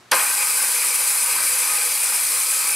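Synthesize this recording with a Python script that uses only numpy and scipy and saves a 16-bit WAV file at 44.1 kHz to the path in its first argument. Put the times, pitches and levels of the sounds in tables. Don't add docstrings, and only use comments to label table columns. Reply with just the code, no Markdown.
import sys
import numpy as np
from scipy import signal
from scipy.fft import rfft, irfft
from scipy.io import wavfile
from scipy.ndimage import uniform_filter1d

SR = 44100
rng = np.random.default_rng(int(sys.argv[2]) if len(sys.argv) > 2 else 0)


def rack_gain(trim_db):
    fader = np.asarray(trim_db, float)
    return 10 ** (fader / 20)


def store_pcm(level_fs):
    pcm = np.round(np.clip(level_fs, -1, 1) * 32767).astype(np.int16)
    wavfile.write(sys.argv[1], SR, np.atleast_2d(pcm).T)


N = 121275
TIME = np.arange(N) / SR
SWITCH_S, SPIN_UP_S = 0.1115, 0.009
MAINS_HUM_HZ = 120
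AIR_TOP_DB = -20.3


def unit_level(x):
    return x / np.sqrt(np.mean(x ** 2) + 1e-20)


def read_curve(points, hz):
    f, value = np.transpose(points)
    return np.interp(np.log(hz + 1), np.log(f + 1), value)


def drift(seconds, count):
    span = max(int(seconds * SR / 64), 2)
    steps = rng.standard_normal((count, N // 64 + 2))
    steps = uniform_filter1d(uniform_filter1d(steps, span), span)
    return np.array([np.interp(np.arange(N) / 64, np.arange(len(s)), unit_level(s)) for s in steps])


def ring(x, modes, wander_db):
    out = np.zeros(N)
    sway = rack_gain(wander_db * drift(0.059, count=len(modes)))
    for k, (hz, width, db) in enumerate(modes):
        b, a = signal.iirpeak(hz, hz / width, SR)
        out += (-1) ** k * rack_gain(db) * signal.lfilter(b, a, x * sway[k])
    return out


def wash(shape, patch_db, flicker_db, likeness):
    frames, hz = N // 128 + 5, np.fft.rfftfreq(512, 1 / SR)
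    a, b, c, d, patches = rng.standard_normal((frames, 257, 5)).T
    patches = uniform_filter1d(uniform_filter1d(patches, size=6, axis=0), size=18, axis=1)
    flicker = unit_level(uniform_filter1d(rng.standard_normal(frames), size=5))
    same = np.clip(likeness(hz), -1, 1)[:, None]
    left = a + 1j * b
    right = same * left + np.sqrt(1 - same ** 2) * (c + 1j * d)
    level_db = read_curve(shape, hz)[:, None] + patch_db * unit_level(patches) + flicker_db * flicker
    spectra = np.array([left, right]) * rack_gain(level_db)
    return unit_level(signal.istft(spectra, nperseg=512, noverlap=384)[1][:, :N])


# (time [s], housing shake [dB], air rush [dB], tooth bite [dB])
RUNNING = [(0.128, -18, -32, -37), (0.159, -31, -14, -27), (0.17, -28, -20, -26.5), (0.33, -35, -21, -33),
           (0.43, -31.5, -21.5, -27.5), (0.46, -34.5, -21.5, -33), (0.63, -31.5, -10, -29.5),
           (0.7, -34, -20, -37), (0.76, -34.5, -19.5, -30), (1.23, -36, -8, -33), (1.35, -32, -20.5, -27),
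           (1.41, -31.5, -22.5, -33), (1.49, -35.5, -18.5, -31), (1.71, -32, -21, -30.5),
           (2.02, -38, -21.5, -32), (2.04, -35, -21, -32), (2.49, -37.5, -21, -35),
           (2.75, -36.5, -21.5, -28.5)]


def running_db(column):
    rows = np.array(RUNNING)
    return np.interp(TIME, rows[:, 0], rows[:, column])


def switched_on():
    return np.clip((TIME - SWITCH_S) / SPIN_UP_S, 0, 1) ** 2


def chatter():
    spread_db = 1.5 * np.minimum(rng.exponential(1, N), 4)
    size = rack_gain(spread_db) * rng.choice([-1., 1.], N)
    ripple = 1 + 0.22 * np.sin(2 * np.pi * MAINS_HUM_HZ * TIME)
    hits = rng.random(N) < 2500 / SR
    return unit_level(ripple * size * hits)


# (frequency [Hz], width [Hz], level [dB])
BODY_MODES = [(231, 18, -21), (369, 22, -13.5), (490, 25, -9), (656, 63, -16.5), (823.4, 35.4, -4.5),
              (968, 39, -3), (1057, 40, -4), (1170, 47, -3), (1253, 38, -2), (1436, 73, -8),
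              (1545, 48, -0.5), (1900, 420, -9)]
# (frequency [Hz], width [Hz], level [dB])
KERF_MODES = [(2090, 45, -5.5), (2300, 55, 0), (2380, 70, -2), (2462, 55, .5), (2540, 45, 0),
              (2650, 150, -8), (2870, 18, -6)]
# (frequency [Hz], width [Hz], level [dB])
BLADE_MODES = [(3080, 18, -5), (4073, 83, -4), (4690, 184, -3.5), (5246, 150, -3.5), (5975, 74, -1),
               (7930, 580, -1.5), (8860, 170, 1), (9740, 420, -6), (10530, 90, -11), (10300, 71, 1),
               (12200, 1700, -7), (13340, 310, -6.5)]
# (frequency [Hz], width [Hz], level [dB])
PLATE_MODES = [(3185, 14, -2), (3307, 16, 0), (3470, 14, -1), (3640, 16, 1), (3852, 16, 0), (4143, 30, 1),
               (4851, 30, 3), (1394, 14, -1)]


def gears():
    since = TIME - SWITCH_S
    spun = 1 - np.exp(-np.clip(since, 0, 9) / 0.0084)
    judder_db = 4 * np.exp(-(since / 0.11 - 1) ** 2)
    blade_db = np.minimum(running_db(column=2), AIR_TOP_DB) - 5
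    body = unit_level(ring(chatter(), BODY_MODES, 1.5)) * rack_gain(running_db(column=1) + judder_db)
    kerf = unit_level(ring(chatter(), KERF_MODES, 0.57)) * rack_gain(running_db(column=3) - 2.0)
    blade = unit_level(ring(chatter(), BLADE_MODES, 1.06)) * rack_gain(blade_db) * spun
    plate = unit_level(ring(chatter(), PLATE_MODES, 1.5)) * rack_gain(-40.5)
    return switched_on() * (body + kerf + blade + plate)


# (time [s], level [dB], brightness [0-1])
KNOCKS = [(.1132, -18, .9), (.1146, -11, .7), (.1156, -7, .65), (.1164, -7, .55), (.1177, -3, .5),
          (.1186, -4, .5), (.1198, -6, .45), (.1220, -7, .25), (.1243, -4, .15), (.1263, -8, .6),
          (.1280, -8, .45), (.1320, -5, .3), (.1340, -6, .35), (.1358, -7, .3), (.1390, -10, .35),
          (.1415, -7, .35), (.1430, -9, .35), (.1470, -14, .4), (.1526, -10, .4), (.1548, -11, .3),
          (.1660, -13, .3), (.1780, -13, .3), (.197, -13, .25), (.2150, -14, .2)]
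# (frequency [Hz], width [Hz], level [dB])
KNOCKED_MODES = [(130, 91, -27), (237, 21, -7), (525, 135, -4.5), (833, 49, -0.5), (1060, 48, 0.5),
                 (1330, 290, -31), (1537, 210, -3), (1780, 240, 0), (2187, 120, 2.5), (3030, 600, 3)]
# (frequency [Hz], width [Hz], level [dB])
CRACKED_MODES = [(3100, 800, -1), (4400, 1200, 0), (6000, 1100, -1.5), (8600, 2200, -2), (11500, 2500, -6)]


def knocks():
    grit = rng.standard_normal(N)
    dull, bright = np.zeros(N), np.zeros(N)
    for start, db, brightness in KNOCKS:
        since = np.clip(TIME - start, 0, 1)
        u, v = since / 0.00052, since / 0.000099
        scrape = u * np.exp(1 - u) * grit
        snap = 1.17 * v * np.exp(1 - v)
        blow = rack_gain(db) * (scrape + snap)
        dull += (1 - brightness) * blow
        bright += brightness * blow
    thud = rack_gain(3.5) * ring(dull, KNOCKED_MODES, 0)
    crack = rack_gain(3.5) * ring(bright, CRACKED_MODES, 0)
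    return thud + crack


# (frequency [Hz], level [dB per Hz])
RUSH_COLOUR = [(180, -60), (300, -27), (478, -9), (713, -23.5), (2360, -12), (3130, -15.5), (6620, -8),
               (9710, 3), (16000, -17)]
# (frequency [Hz], likeness [0-1])
RUSH_LIKENESS = [(100, .93), (500, .88), (2000, .92), (4000, .84), (8000, .95), (11000, .97), (15000, .76)]


def air():
    rush = wash(RUSH_COLOUR, 1, 0.96, lambda hz: read_curve(RUSH_LIKENESS, hz))
    rush_db = np.minimum(running_db(column=2), AIR_TOP_DB) - 0.5
    return switched_on() * rack_gain(rush_db) * rush


# (start [s], length [s], frequency [Hz])
SINGS = [(1.64, .16, 1243), (2.35, .42, 1295), (1.24, .16, 960), (2.64, .14, 2310), (1.1, .12, 1400),
         (.33, .13, 832), (.24, .09, 1550), (.95, .2, 3080), (1.1, .25, 2090), (1.5, .2, 6060),
         (1.75, .15, 1550), (.36, .09, 2470), (.86, .1, 2330), (.11, .15, 836), (.53, .12, 834),
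         (.122, .07, 1040), (.122, .035, 1560), (.195, .035, 1865), (.25, .035, 2400), (.57, .09, 2520),
         (1.5, .14, 2540), (1.43, .1, 2320), (.8, .3, 965), (1.5, .5, 500), (2.3, .2, 2295),
         (.7, .25, 2460)]
SINGS_DB = [-33, -40, -38, -35, -39, -36, -34, -43, -43, -42, -41, -35, -36, -32.5, -41, -26, -24, -30, -31,
            -36, -40, -38, -45, -50, -42, -40]


def singing():
    out = np.zeros(N)
    waver = drift(0.016, count=len(SINGS))
    for (start, length, hz), db, w in zip(SINGS, SINGS_DB, waver):
        swell = np.sin(np.pi * np.clip((TIME - start) / length, 0, 1))
        phase = 2 * np.pi * np.cumsum(hz + 5.7 * w) / SR
        out += rack_gain(db + 1) * swell * np.sin(phase)
    return out


# (multiple of the hum [count], level [dB])
HUM_OVERTONES = [(1, -2.5), (2, -8.5), (3, -3.5)]
# (time [s], level [dB])
LOAD = [
    (0, -65),
    (.3, -68),
    (.6, -73),
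    (1.17, -73),
    (1.3, -63),
    (1.47, -59),
    (1.7, -68),
    (2.2, -70),
    (2.7, -66.5),
]


def windings():
    sway = rack_gain(1.2 * drift(0.034, count=len(HUM_OVERTONES)))
    hum = np.zeros(N)
    for (multiple, db), g in zip(HUM_OVERTONES, sway):
        hum += rack_gain(db) * g * np.sin(2 * np.pi * multiple * (MAINS_HUM_HZ * TIME + 0.03))
    load_db = np.interp(TIME, *np.transpose(LOAD))
    return rack_gain(6.5 + load_db) * hum


# (frequency [Hz], time to fall by 60 dB [s])
GARAGE_RING = [(300, 0.076), (1000, 0.86), (3000, 0.32), (10000, 0.022)]


def garage(x):
    taps = np.zeros((2, SR // 2))
    at = np.arange(300, SR // 2 - 20, 20) + rng.integers(0, 20, (2, (SR // 2 - 301) // 20))
    np.put_along_axis(taps, at, rng.choice([-1., 1.], at.shape), 1)
    hz, t, z = signal.stft(taps, SR, nperseg=256)
    fade = rack_gain(-60 * t / read_curve(GARAGE_RING, hz)[:, None])
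    tail = signal.istft(z * fade, SR, nperseg=256)[1]
    return signal.fftconvolve(x[None], tail / np.linalg.norm(tail[0]), axes=1)[:, :N]


# (frequency [Hz], level [dB per Hz])
YARD_COLOUR = [(15, -34), (60, -27), (119, -7.5), (286, -11.5), (382, -12.5), (1160, -10), (6670, -20.5),
               (12000, -28.5), (16000, -44)]


def yard():
    return rack_gain(-51.5) * wash(YARD_COLOUR, 0.56, 0.28, lambda hz: 0.67 + 0 * hz)


# (frequency [Hz], left minus right [dB])
LEAN = [(60, -.5), (150, -1.4), (300, -1.2), (500, .9), (1000, .4), (2000, 1.2), (4000, .9), (8000, 1.1),
        (15000, 1.7)]


def scene():
    saw = gears() + knocks() + windings() + singing()
    both = saw + air() + rack_gain(-17.5) * garage(saw)
    both = signal.lfilter(*signal.iirnotch(391, 391 / 83, SR), both)
    lean_db = read_curve(LEAN, np.fft.rfftfreq(N, 1 / SR)) / 2
    return irfft(rfft(both) * rack_gain([lean_db, -lean_db]), N) + yard()


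def low_pass(x):
    return signal.sosfilt(signal.butter(12, 16050, fs=SR, output="sos"), x)


def record(dry):
    thin = signal.sosfilt(signal.butter(1, 71.4, "high", fs=SR, output="sos"), dry)
    held = 1.2 * np.tanh(thin / 1.2)
    top_edge = signal.firwin(2047, 15720, window=("kaiser", 9), fs=SR)
    edged = signal.oaconvolve(held, top_edge[None], "same")
    return low_pass(edged)


dry = scene()
out = record(dry)
store_pcm(out)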